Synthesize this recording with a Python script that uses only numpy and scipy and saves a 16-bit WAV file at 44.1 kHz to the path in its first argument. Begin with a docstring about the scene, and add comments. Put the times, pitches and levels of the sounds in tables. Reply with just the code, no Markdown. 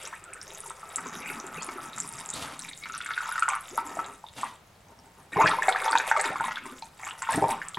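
"""Glugs, gurgles and fine ticking come first: liquid runs from a plastic bottle into a hand-held funnel and down
a pipe into a radiator, in a small room. Bubbles are damped sines, singly or in swarms. Air gulps back up the neck,
stops while the funnel backs up, then breaks through louder. The hand slides and knocks, as shaped noise and short
rings; slugs of liquid nudge low resonances. A wall close by echoes the bubbles, and the microphones hear it nearly mono."""
import sys
import numpy as np
from scipy import signal
from scipy.fft import rfft, irfft, next_fast_len
from scipy.io import wavfile
from scipy.ndimage import map_coordinates

SR = 44100
rng = np.random.default_rng(int(sys.argv[2]) if len(sys.argv) > 2 else 0)


def output_pcm(signal):
    """Save a mono or channel-first signal as 16-bit PCM at the path in sys.argv[1].

    Samples are clipped to [-1, 1] before scaling.
    """
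    pcm = np.clip(np.atleast_2d(signal).T, -1, 1) * 32767
    wavfile.write(sys.argv[1], SR, np.round(pcm).astype(np.int16))


N = 343098
TOP_HZ = 15900  # upper band limit


def amp(db):
    """Decibels to gain."""
    return 10 ** (np.asarray(db) / 20)


def unit(x):
    """x at rms 1."""
    return x / np.sqrt(np.mean(x ** 2) + 1e-20)


def along(points, hz):
    """Interpolate (Hz, value) points on a log frequency axis."""
    f, v = np.transpose(points)
    return np.interp(np.log(hz + 1), np.log(f + 1), v)


def curves(rows):
    """One value per sample for each column after the time."""
    s, *cols = np.transpose(rows)
    return [np.interp(np.arange(N) / SR, s, c) for c in cols]


def wobble(rate):
    """A random curve of straight pieces, rate knots a second."""
    knots = rng.standard_normal(int(N * rate / SR) + 4)
    return map_coordinates(knots, [np.arange(N) * rate / SR], order=1)


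def envelope(start, length, attack, release, sag_db):
    """A gain that rises, holds with a slight sag, then dies away."""
    t = np.arange(N) / SR - start
    rise = np.clip(t / attack, 0, 1)
    sag = amp(-sag_db * np.clip(t / length, 0, 1))
    return rise * sag * np.exp(-np.maximum(t - length, 0) / release)


def filtered(x, response):
    """x times a complex response of frequency."""
    m = next_fast_len(N + SR // 2)
    return irfft(rfft(x, m) * response(np.fft.rfftfreq(m, 1 / SR)), m)[..., :N]


def coloured(x, spectrum):
    """x shaped by (Hz, dB) points, at rms 1."""
    return unit(filtered(x, lambda hz: amp(along(spectrum, hz))))


def resonance(f, hz, width):
    """Response of one causal resonance, 1 at its centre."""
    return 1j * f * width / (hz * hz - f * f + 1j * f * width)


def add(track, s, sound):
    """Mix a sound into a track at time s."""
    start = int(np.clip(round(s * SR), 0, N - 1))
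    track[start:start + len(sound)] += sound[:N - start]


def bubbles(times, gains, hz, cycles, size, swell=1):
    """Damped sines of given peaks: swell and decay are in cycles, size in samples; each rises a little in pitch."""
    turns = hz[:, None] * np.arange(size) / SR
    age = turns / np.reshape(cycles, (-1, 1))
    rise = 1 + .035 * age / (1 + age)
    onset = turns ** 2 / (swell ** 2 + turns ** 2)
    ring = np.sin(2 * np.pi * turns * rise) * np.exp(-age) * onset
    ring *= (gains / (np.abs(ring).max(axis=1) + 1e-9))[:, None]
    where = np.abs(times * SR).astype(int)[:, None] + np.arange(size)
    return np.bincount(where.ravel(), ring.ravel(), N)[:N]


def swarm(hz, spread, cycles, scatter_db, count, size):
    """A stream of short-lived bubbles of random size around a pitch (spread in octaves), at rms 1."""
    times = (np.arange(count) + rng.random(count)) / count * (N - 1) / SR
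    pitch, life, strength = rng.standard_normal((count, 3)).T
    centre = np.broadcast_to(hz, N)[(times * SR).astype(int)]
    pitches = np.minimum(centre * 2 ** (spread * np.clip(pitch, -2, 2)), TOP_HZ)
    gains = amp(scatter_db * np.minimum(strength, 1.7))
    return unit(bubbles(times, gains, pitches, cycles * 2 ** (life / 4), size, swell=cycles))


# The quiet air of the place. Each row: frequency in Hz, relative density in dB per Hz.
AIR_SPECTRUM = [(12, -50), (20, -28), (25, -40), (37, -1), (70, -1.5), (98, 0.5), (123, -4.5), (149, 0.5),
                (203, -3), (254, -15), (326, -9), (469, -9.5), (713, -7), (4250, -21), (15800, -31)]


def air():
    """Steady noise in the colour of the quiet air around the microphones."""
    return amp(-57.5) * coloured(rng.standard_normal(N), AIR_SPECTRUM)


# Decay of the small room. Each row: frequency in Hz, time to fall by 60 dB in seconds.
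ROOM_DECAY = [(150, 0.55), (1000, 0.35), (4000, 0.49), (12000, 0.05)]


def room(x):
    """A diffuse tail whose highest treble dies first; it changes as the pouring arm moves."""
    hz, t, z = signal.stft(rng.standard_normal((4, SR // 3)), SR, nperseg=256)
    decay = amp(-60 * t / along(ROOM_DECAY, hz)[:, None])
    tails = signal.istft(z * decay, SR, nperseg=256)[1]
    delay = int(0.0044 * SR)
    tails = np.pad(tails / np.linalg.norm(tails[0]), ((0, 0), (delay, 0)))
    # four tails take turns, once round a second
    turn = 2 * np.pi * (np.arange(N) / SR + np.arange(len(tails))[:, None] / len(tails))
    return signal.oaconvolve(x * np.maximum(np.cos(turn), 0), tails, axes=1).sum(axis=0)[:N]


# Surfaces close to the funnel. Each row: echo delay in seconds before the sway, linear gain.
NEAR_WALLS = [(.0022, .12), (.00775, .52), (.0131, .1)]
WALL_DRIFT = .015  # typical share by which the paths change


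def walls(x):
    """Near echoes, their paths changing slightly as the funnel sways."""
    path = 1 + WALL_DRIFT * wobble(3)
    return sum(gain * map_coordinates(x, [np.arange(N) - delay * SR * path], order=1)
               for delay, gain in NEAR_WALLS)


# Air columns of funnel and pipe. Each row: resonance in Hz, time to fall by 60 dB in seconds, relative level in dB.
AIR_COLUMNS = [(170, .3, -3), (308, .25, -5), (411, .2, 0), (618, .1, -1), (779, .15, -7), (825, .1, -3),
               (907, .22, 2), (1037, .1, -8), (1194, .15, 1), (1322, .15, 0), (1449, .12, -4),
               (1802, .12, -7), (1927, .12, -5), (2170, .12, -2), (2335, .15, -5), (2543, .12, -3)]
# Bands that the cone swallows. Each row: centre in Hz, width in Hz, share lost at the centre.
CONE_HOLLOWS = [(3045, 150, 0.74), (4110, 180, 0.77)]


def pipe(x):
    """The air columns ring on after each bubble, and the nearest walls throw it back."""
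    def columns(f):
        return sum(amp(db + 1.0) * resonance(f, hz, np.log(1000) / (np.pi * t60)) for hz, t60, db in AIR_COLUMNS)

    def hollows(f):
        return sum(lost * resonance(f, hz, width) for hz, width, lost in CONE_HOLLOWS)

    return filtered(x + filtered(x, columns) + walls(x), lambda f: 1 - hollows(f))


# Hand and sleeve sliding on the funnel. Each row: start in seconds, length in seconds, relative level in dB.
HAND_SLIDES = [(2.325, 0.12, -55.5), (2.469, 0.084, -68), (4.347, 0.15, -63.5), (7.29, 0.041, -51)]
# Colour of the rub. Each row: frequency in Hz, relative density in dB per Hz.
RUB_SPECTRUM = [(35, -36), (60, 2), (278, 7), (351, -3), (613, 7), (1450, -5.5), (3500, 2), (5080, -4.5),
                (10700, -6.5), (12500, -17), (15500, -31)]


def rub():
    """Skin and cloth drag over the plastic in fine catches."""
    drag = sum(amp(db) * envelope(s, length, attack=0.038, release=0.029, sag_db=6.5)
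               for s, length, db in HAND_SLIDES)
    catches = rng.standard_normal(N) * amp(3 * wobble(500) + 2 * wobble(60))
    return amp(20.5) * drag * coloured(catches, RUB_SPECTRUM)


# Dull knocks as the hand shifts its grip. Each row: start in seconds, relative peak in dB, pitch in Hz.
GRIP_KNOCKS = [(4.24, -30, 884), (4.432, -17.5, 1050), (4.437, -19.5, 1055)]


def knocks():
    """The hand damps the plastic, so each knock dies at once."""
    s, db, hz = np.transpose(GRIP_KNOCKS)
    return bubbles(s, amp(db), hz, cycles=1.7, size=900, swell=1.3)


# Heavy slugs of liquid nudging the funnel. Each row: start in seconds, relative level in dB.
SLUG_THUMPS = [(3.984, -34), (5.364, -16), (5.442, -13.5), (6.302, -28), (6.399, -30), (7.345, -21),
               (7.374, -15), (7.422, -18), (7.441, -18), (7.772, -27)]
# Low resonances of funnel and radiator. Each row: centre in Hz, width in Hz, relative level in dB.
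BODY_RESONANCES = [(108, 30, -19), (177, 46, -2), (304, 27, -2.5), (456, 33, 17)]


def thumps():
    """Slugs of liquid push softly and shake the low resonances of funnel and radiator."""
    blows = np.zeros(N)
    push = np.hanning(int(.004 * SR))  # 4 ms
    for s, db in SLUG_THUMPS:
        add(blows, s, amp(db + 42) * push / push.sum())

    def body(f):  # neighbouring resonances have opposite signs
        return sum((-1) ** k * amp(db) * resonance(f, hz, width)
                   for k, (hz, width, db) in enumerate(BODY_RESONANCES))

    return filtered(blows, body)


# Liquid sliding evenly down the cone into the neck. Each row: time in seconds, relative level in dB.
WASH_LEVEL = [(0.0, -54), (0.6, -66), (0.88, -50.5), (1.0, -48), (1.8, -45.5), (2.1, -54.5), (2.5, -42),
              (2.65, -67), (3.6, -57), (3.8, -50), (4.05, -42.5), (4.25, -92), (7.78, -58)]
# Resonances that colour the wash. 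Each row: centre in Hz, width in Hz, relative level in dB.
NECK_RESONANCES = [(893, 250, 4.5), (1190, 500, -44), (1295, 99, 12), (1970, 1100, 4)]


def wash():
    """Countless faint bubbles merge into a steady wash in the resonances of the neck."""
    wash_db, = curves(WASH_LEVEL)
    grains = swarm(1195, spread=0.73, cycles=0.39, scatter_db=4, count=9000, size=200)
    neck = filtered(grains, lambda f: sum(amp(db) * resonance(f, hz, width) for hz, width, db in NECK_RESONANCES))
    return amp(wash_db) * unit(neck)


# Squeezed air pockets, rising as they shrink. Each row: start in seconds, length in seconds, start pitch in Hz,
# end pitch in Hz, relative level in dB, pitch unsteadiness in octaves.
AIR_SQUEEZES = [(0.109, 0.066, 1510, 2540, -46.5, 0.2), (0.226, 0.23, 1347, 1583, -51.5, .12),
                (1.189, 0.13, 2134, 2600, -44, 0.117), (1.54, 0.09, 1930, 3394, -46, 0.142),
                (1.601, 0.04, 4030, 5270, -48, 0.095), (2.325, 0.047, 3780, 4560, -42, 0.097),
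                (2.813, 0.039, 2226, 2320, -47, 0.067), (3.701, 0.074, 218, 810, -47, 0.068),
                (5.327, 0.018, 1810, 1926, -38, 0.034), (5.387, 0.07, 784.6, 1460, -30, 0.066),
                (5.374, 0.12, 2143, 2546, -36, 0.093), (6.287, 0.057, 396, 922, -40.5, 0.038),
                (7.292, 0.02, 826, 1020, -32.5, 0.052), (7.299, 0.044, 1548, 1775, -34, 0.054),
                (7.377, 0.025, 610, 690, -31, 0.038), (7.422, 0.027, 560, 906, -31, 0.043),
                (7.471, 0.071, 792, 969, -41, 0.054), (7.522, 0.28, 938, 1453, -56, 0.12)]


def squeezes():
    """A trapped pocket rings unsteadily and climbs in pitch while liquid closes in on it."""
    track = np.zeros(N)
    for s, length, start_hz, end_hz, db, unsteady in AIR_SQUEEZES:
        u = np.linspace(0, 1, int(length * SR))
        shake, jitter = (map_coordinates(knots, [u * length * 220], mode="mirror")  # 220 knots a second
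                         for knots in rng.standard_normal((2, 64)))
        hz = start_hz * (end_hz / start_hz) ** u * 2 ** (unsteady * jitter)
        ring = unit(amp(4 * shake) * np.sin(2 * np.pi * np.cumsum(hz) / SR))
        add(track, s, amp(db) * ring * np.sqrt(np.abs(np.sin(np.pi * u))))
    return track


# Lone bubbles, from deep glugs in the pipe to blips in the neck. Each row: start in seconds, relative peak in dB,
# pitch in Hz.
LONE_BLIPS = [(0.331, -33.5, 2330), (0.546, -43, 2390), (0.636, -39.5, 1230), (0.658, -36.5, 880),
              (1.059, -40, 435), (1.163, -39, 193), (1.259, -25.5, 2200), (1.3, -25.5, 2240),
              (1.325, -34, 2380), (1.364, -38, 208), (1.438, -38.5, 346), (1.578, -39, 450),
              (1.681, -36, 316), (1.756, -38, 344), (1.783, -31, 1230), (2.648, -31.5, 2240),
              (2.685, -36, 2200), (2.713, -34, 2060), (2.838, -31, 2160), (3.089, -27, 1350),
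              (3.164, -32, 2440), (3.522, -27, 1390), (3.494, -26, 980), (3.508, -26, 1080),
              (3.562, -24.5, 1120), (2.941, -27.5, 1350), (2.957, -30, 1340), (3.205, -23, 1360),
              (3.256, -25, 1240), (3.316, -22.5, 1400), (3.456, -22.5, 1310), (3.486, -17, 1075),
              (3.501, -23, 2270), (3.969, -26.5, 685), (5.359, -24, 780), (5.375, -24.5, 402),
              (5.388, -19, 725), (5.408, -15, 890), (5.416, -12, 1140), (5.434, -14, 1000),
              (5.44, -19, 1120), (5.447, -22, 625), (5.45, -18.5, 1210), (5.491, -19.5, 840),
              (5.713, -25, 904), (5.748, -20, 1190), (5.821, -22.5, 1430), (6.067, -28, 950),
              (6.143, -26, 1300), (5.861, -20.5, 845), (5.903, -20, 1160), (6.154, -23.5, 850),
              (6.172, -24.5, 615), (6.399, -21.5, 1420), (6.441, -27, 984), (7.033, -29, 2040),
              (7.087, -34, 1260), (7.109, -34, 1450), (7.272, -25.5, 1350), (7.307, -29, 1020),
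              (7.344, -25.5, 860), (7.353, -31, 252), (7.372, -24, 291), (7.376, -30, 607),
              (7.383, -22, 670), (7.418, -23, 406), (7.426, -20.5, 594), (7.439, -31, 510),
              (7.487, -24, 820), (7.509, -33, 950)]


def blips():
    """Each lone bubble rings for a few cycles."""
    s, db, hz = np.transpose(LONE_BLIPS)
    return bubbles(s, amp(db), hz, cycles=1.5, size=2400, swell=3.0)


# The stream landing in the funnel. Each row: time in seconds, relative spray level in dB.
STREAM_LEVEL = [(0.0, -57), (0.25, -78), (0.45, -62.5), (1.76, -64), (2.25, -58.5), (2.52, -69),
                (2.68, -59.5), (2.86, -62.5), (3.5, -63.5), (4.08, -62), (4.2, -72.5), (4.45, -65.5),
                (4.62, -88), (5.29, -73.5), (5.42, -54), (6.0, -59), (6.55, -59), (6.68, -64.5),
                (6.96, -75), (7.04, -58.5), (7.17, -68), (7.35, -51.5), (7.78, -71.5)]
# Colour of the fizz. 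Each row: frequency in Hz, relative filter gain in dB.
FIZZ_SPECTRUM = [(2060, 28), (3500, 7), (3800, 8), (4250, -17), (4550, 0), (5690, -1), (8010, -4.5),
                 (11300, 5), (13300, -13), (15500, -6)]
# Colour of the ticks. Each row: frequency in Hz, relative filter gain in dB.
TICK_SPECTRUM = [(2500, -18), (3800, -7), (4300, -10), (5500, -0.5), (7500, 5), (11200, -2.5), (12200, -20),
                 (15500, -20)]
# The brightest bubbles bursting at the surface, in runs that climb and fall. Each row: start in seconds,
# relative peak in dB, pitch in Hz.
SURFACE_PINGS = [(0.0326, -29, 8600), (0.0535, -24.5, 5630), (0.075, -24, 7700), (0.2405, -28.5, 7770),
                 (0.336, -23.5, 7950), (0.4145, -26, 5340), (0.4294, -28, 8400), (0.4794, -31.5, 6200),
                 (0.549, -27, 6440), (0.598, -32, 10500), (0.6047, -21.5, 8960), (0.6426, -32, 9600),
                 (0.6636, -26.5, 9150), (0.6773, -28, 8100), (0.7, -23, 8000), (0.8917, -31, 7760),
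                 (0.9595, -10.5, 7620), (1.0076, -30, 9100), (1.0676, -32, 6860), (1.2033, -28, 10300),
                 (1.267, -34, 7540), (1.4006, -23.5, 5850), (1.4671, -28, 7200), (1.623, -23, 7200),
                 (1.631, -21, 6780), (1.6456, -23, 9900), (1.6661, -24, 9300), (1.932, -31, 3700),
                 (1.9634, -29, 7200), (1.983, -20, 7100), (2.0021, -13, 7220), (2.0218, -30, 5400),
                 (2.0337, -29, 8200), (2.0772, -23, 9000), (2.09, -21, 8860), (2.126, -27, 9300),
                 (2.188, -25, 8400), (2.2049, -24, 8900), (2.2603, -23.5, 7360), (2.29, -20, 6960),
                 (2.3027, -16, 7200), (2.3386, -17.5, 7600), (2.593, -19.5, 8040), (2.597, -30, 3800),
                 (2.621, -27, 5640), (2.688, -29, 3740), (2.6912, -25.5, 8550), (2.733, -28.5, 3630),
                 (2.837, -29, 3800), (2.938, -32, 3720), (2.7763, -27.5, 7100), (2.9222, -27, 6430),
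                 (2.95, -25, 5600), (2.979, -20, 8700), (3.0137, -26, 3430), (3.047, -26, 8600),
                 (3.065, -26, 7300), (3.137, -24.5, 3400), (3.2926, -23.5, 10600), (3.3246, -20.5, 9800),
                 (3.3956, -15.5, 8200), (3.431, -26, 7700), (3.488, -11.5, 7680), (3.502, -25, 6150),
                 (3.5528, -22, 9200), (3.609, -24.5, 10600), (3.775, -19, 11000), (3.9538, -30, 7100),
                 (4.045, -30.5, 3620), (4.0627, -30, 7160), (4.266, -38, 3540), (4.2867, -33, 3580),
                 (4.4132, -25.5, 7600), (4.444, -27.5, 8560), (4.755, -51, 3980), (4.885, -47, 6100),
                 (4.99, -43, 5440), (5.451, -28, 7700), (5.471, -16.5, 4900), (5.495, -19, 8140),
                 (5.513, -21.5, 3630), (5.631, -23, 7300), (5.6906, -13.5, 7670), (5.725, -17.5, 3400),
                 (5.837, -27.5, 3530), (5.844, -20.5, 9000), (5.883, -23.5, 3360), (5.9123, -16, 8140),
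                 (5.921, -19, 4540), (5.976, -13.5, 3630), (5.9846, -14.5, 6540), (6.1032, -23.5, 7700),
                 (6.1726, -26, 8000), (6.1995, -21, 7200), (6.2123, -10.5, 7750), (6.258, -23, 3660),
                 (6.4095, -27, 7950), (6.5182, -35, 6300), (6.558, -24, 3440), (6.823, -30, 4060),
                 (7.089, -28, 2730), (7.109, -25, 2850), (7.0978, -30, 7800), (7.2228, -19.5, 7380),
                 (7.3085, -19.5, 9500), (7.322, -16.5, 7800), (7.3595, -16, 8400), (7.513, -21.5, 7850),
                 (7.6855, -19, 7670), (7.7462, -21.5, 3260)]


def spray(surge):
    """The stream beats in tiny bubbles: a fine fizz, ticks, and bright pings, each amid a few much weaker ones."""
    spray_db, = curves(STREAM_LEVEL)
    fizz = swarm(8080, spread=0.55, cycles=1.7, scatter_db=5, count=7000, size=110)
    fizz = coloured(fizz, FIZZ_SPECTRUM)
    tick_hz = 7750 * 2 ** (0.18 * wobble(14))  # wanders as the stream moves about the cone
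    ticks = swarm(tick_hz, spread=.18, cycles=2.8, scatter_db=7, count=1400, size=220)
    ticks = coloured(ticks, TICK_SPECTRUM)
    s, db, hz = np.transpose(SURFACE_PINGS)
    ping_cycles = 4.6 * 2 ** (.8 * rng.uniform(0.11, 1, len(s)))
    pings = bubbles(s, amp(db - 2.5), hz, cycles=ping_cycles, size=500, swell=0.28)
    # four weak bubbles per ping, from 3 ms before it to 12 ms after
    late, pitch, weak = rng.uniform(-0.24, 1, (len(s), 3, 4)).transpose(1, 0, 2)
    around = s[:, None] + 0.012 * late
    weak_gain = amp(db[:, None] - 16 + 5 * weak)
    weak_hz = hz[:, None] * 2 ** (.3 * pitch)
    cluster = bubbles(around.ravel(), weak_gain.ravel(), weak_hz.ravel(), cycles=3, size=300, swell=1)
    rings = amp(spray_db + 5.2 * surge + 6) * ticks + pings + cluster
    softened = filtered(rings, lambda f: 1 / (1 + (f / 11800) ** 24))
    return amp(spray_db + 5.36 * surge + 7.5) * fizz + softened


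# The strongest gulps of air. Each row: start in seconds, reference level in dB, deep bubble in dB and middle bubble
# in dB relative to it before the layer trims, middle bubble pitch in Hz.
AIR_GULPS = [(0.127, -33.5, 0.5, 3, 1260), (0.704, -29, -5, -0.5, 1260), (0.83, -40, -7, 10.5, 1200),
             (0.982, -19, -17, -3.5, 1230), (1.059, -25, -8.5, -5, 1230), (1.614, -30.5, -2.5, 2, 1220),
             (1.688, -16, -20, -9.5, 1250), (1.976, -22, -20, -8, 1270), (2.856, -18.5, -27, -13, 1330),
             (2.897, -29.5, -29, 4, 1315), (3.004, -20, -37, -3.5, 1410), (3.06, -17.5, -31, -4.5, 1510),
             (3.106, -12, -32, -9.5, 1320), (3.177, -14.5, -47, 1.5, 1460), (3.288, -23, -4.5, 0, 1180),
             (3.356, -19.5, -36, 2, 1390), (3.379, -12.5, -47, -7, 1270), (3.423, -9, -47, 1.5, 1327),
             (3.48, -15, -13.5, -1.5, 1370), (3.533, -12, -50, -7, 1120), (3.551, -19.5, -21, -3, 1270),
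             (3.777, -18.5, -1.5, 3.5, 1254), (3.99, -18, -11, 0, 1245), (5.368, -14.5, -3, -22, 1190),
             (5.407, -10, -4, 0, 1100), (5.459, -6, -25, 0.5, 1600), (5.475, -0.5, -36, -11, 1760),
             (5.534, -17.5, -2, -5, 1180), (5.586, -26.5, 7.5, -20, 1300), (5.622, -10.5, -44, 0, 1700),
             (5.682, -2, -9.5, -22, 1280), (5.759, -12, -16, 0.5, 1610), (5.878, -13.5, -4.5, -24, 1170),
             (5.929, -13.5, -7, 2.5, 1430), (5.953, -5.5, -6, -4, 1520), (5.999, -11.5, -30, -2, 1550),
             (6.113, -7.5, -9, 0, 1480), (6.164, -8, -16, -2, 1140), (6.194, -7.5, -15, -11, 1600),
             (6.241, -8, -20, -8.5, 1460), (6.357, -15, -7, -20, 1220), (6.406, -24, 1.5, 0, 1400),
             (6.481, -16, -12.5, -7, 1270), (6.509, -13.5, -21, -7, 1370), (6.571, -21.5, -18, 2, 1505),
             (6.823, -27.5, -5.5, -34, 1300), (7.067, -18, -28, -7.5, 1098), (7.219, -19, -13, -7, 1410),
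             (7.289, -16, -1.5, -15, 1140), (7.423, -25, 8.5, -16, 1200), (7.44, -20, 4.5, -14, 990),
             (7.616, -20.5, -44, 2, 1614), (7.771, -21, -5, -22, 1070)]
DEEP_HZ, SMALL_HZ, SIZE_SPREAD_OCT = 912, 2058, 0.11  # typical deep and small bubbles, and how much they vary


def gulps():
    """Each gulp breaks into a deep, a middle and a small bubble, amid a brief spatter of finer ones."""
    s, db, deep_db, middle_db, middle_hz = np.transpose(AIR_GULPS)
    deep_size, small_size = 2 ** (SIZE_SPREAD_OCT * rng.standard_normal((len(s), 2)).T)
    deep = bubbles(s, amp(db + deep_db), DEEP_HZ * deep_size, cycles=2.37, size=1400, swell=1.7)
    middle = bubbles(s, amp(db + middle_db - 4.5), middle_hz, cycles=2.2, size=900, swell=3.0)
    small = bubbles(s, amp(db - 18.5), SMALL_HZ * small_size, cycles=4.3, size=700, swell=4.4)
    late, fine, strength = rng.random((len(s), 3, 16)).transpose(1, 0, 2)
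    octaves = 2.75 * fine  # above the middle bubble
    spatter_db = db[:, None] - 14.5 - 5 * octaves - 8 * strength
    spatter_s = s[:, None] + .014 * late ** 2  # within 14 ms
    spatter_hz = middle_hz[:, None] * 2 ** octaves
    spatter = bubbles(spatter_s.ravel(), amp(spatter_db).ravel(), spatter_hz.ravel(), cycles=2.2, size=300)
    return deep + middle + small + spatter


# Spells in which liquid drains down the pipe. Each row: start in seconds, length in seconds, relative levels of
# deep glugs, gurgle and splash in dB, neck pitch at the start and at the end in Hz, glug pitch in Hz.
DRAIN_SPELLS = [(0.0, 0.098, -43.5, -48.5, -45, 1300, 1220, 525),
                (0.218, 0.77, -47.5, -56.5, -56.5, 1280, 1080, 579),
                (0.966, 0.93, -45.5, -45.5, -59, 1344, 1200, 267),
                (1.905, 0.79, -48.5, -49.5, -55.5, 1164, 1145, 236.6),
                (2.823, 0.1, -55, -53, -53, 1370, 1200, 237), (2.91, 0.23, -57, -44, -46, 1450, 1380, 232),
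                (3.163, 0.29, -85, -39.5, -49, 1430, 1180, 287),
                (3.479, 0.1, -85, -38, -42, 1140, 1050, 287),
                (3.785, 0.33, -43, -46.5, -53, 1020, 1016, 347),
                (4.378, 0.082, -53, -40.5, -42.5, 870, 1010, 216),
                (4.866, 0.2, -54, -60, -68.5, 830, 780, 273),
                (5.158, 0.25, -57.5, -58.5, -67, 920, 900, 265),
                (5.32, 0.05, -44, -53, -39.5, 900, 1010, 284),
                (5.383, 0.13, -29.5, -23, -34.5, 870, 1460, 517),
                (5.57, 0.696, -34.5, -41, -39, 914, 1065, 544),
                (6.258, 0.37, -48, -40, -42, 853, 1300, 276),
                (6.603, 0.13, -41, -48.5, -57, 1310, 1010, 354),
                (6.992, 0.16, -59, -44, -49.5, 1060, 980, 340),
                (7.225, 0.075, -66, -38.5, -37.5, 960, 1160, 338),
                (7.3, 0.063, -65, -41, -36.5, 1010, 906, 310), (7.38, 0.15, -44, -35.5, -45, 733, 910, 283),
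                (7.503, 0.19, -56, -46, -49, 1060, 1260, 310)]


def draining():
    """Spells set in fast and weaken as the head of liquid drops; the neck's pitch glides through each."""
    # gains of glugs, gurgle and splash
    gains = sum(amp(row[2:5])[:, None] * envelope(row[0], row[1], attack=0.0038, release=0.026, sag_db=2.5)
                for row in DRAIN_SPELLS)
    start, length, *_, first_hz, last_hz, glug_hz = np.transpose(DRAIN_SPELLS)
    t = np.arange(N) / SR
    now = np.maximum(np.searchsorted(start, t) - 1, 0)
    progress = np.clip((t - start[now]) / length[now], 0, 1)
    neck_hz = first_hz[now] * (last_hz / first_hz)[now] ** progress
    return gains, neck_hz, glug_hz[now]


def trickle(surge):
    """Big bubbles churn in the pipe, middle ones ring with the neck, small ones splash and plink in the cone."""
    (glug_gain, gurgle_gain, splash_gain), neck_hz, glug_hz = draining()
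    glugs = swarm(glug_hz, spread=0.436, cycles=2.1, scatter_db=4.5, count=1300, size=1800)
    gurgle = swarm(neck_hz, spread=0.24, cycles=1.87, scatter_db=8.5, count=2600, size=800)
    # the splash's bubbles shrink and grow with those in the neck
    splash = swarm(1.92 * neck_hz, spread=0.29, cycles=1.45, scatter_db=7.0, count=3800, size=400)
    plinks = swarm(3535, spread=0.17, cycles=3.5, scatter_db=4, count=500, size=600)
    small = splash + amp(-13) * plinks
    pipe_and_neck = amp(-8.5) * glug_gain * glugs + amp(-3.5) * gurgle_gain * gurgle
    return amp(3.2 * surge) * (pipe_and_neck + amp(-3.0) * splash_gain * small)


# Room sound that differs between the two microphones. Each row: frequency in Hz, filter gain in dB.
STEREO_WIDTH = [(30, -48), (100, -31.5), (400, -18.5), (1500, -16), (8000, -16), (13000, -16.5)]
SIDE_WALL_S, SIDE_WALL_DB = .0031, -2.5  # a surface to one side makes the ears differ; level before the width filter


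def scene():
    """Pipe and surface sounds in the room, nearly mono, over quiet air."""
    surge = wobble(36)  # the uneven stream drives the trickle and the spray together
    deep = pipe(trickle(surge) + gulps() + blips() + squeezes()) + wash() + thumps() + knocks()
    surface = spray(surge) + rub()
    bright = surface + amp(-5.5) * walls(surface)
    wet = amp(-11.5) * deep + amp(-14.0) * bright
    mid = deep + bright + room(wet) + air()
    glance = amp(SIDE_WALL_DB) * filtered(deep + bright, lambda f: np.exp(-2j * np.pi * f * SIDE_WALL_S))
    side = room(wet) + glance + amp(10.5) * air()
    side = filtered(side, lambda hz: amp(along(STEREO_WIDTH, hz)))
    return np.array([mid + side, mid - side]) * amp([[.2], [-.2]])  # left a touch louder


def record(dry):
    """The microphones keep nothing above their band limit."""
    return filtered(dry, lambda hz: hz < TOP_HZ)


dry = scene()
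out = record(dry)
output_pcm(out)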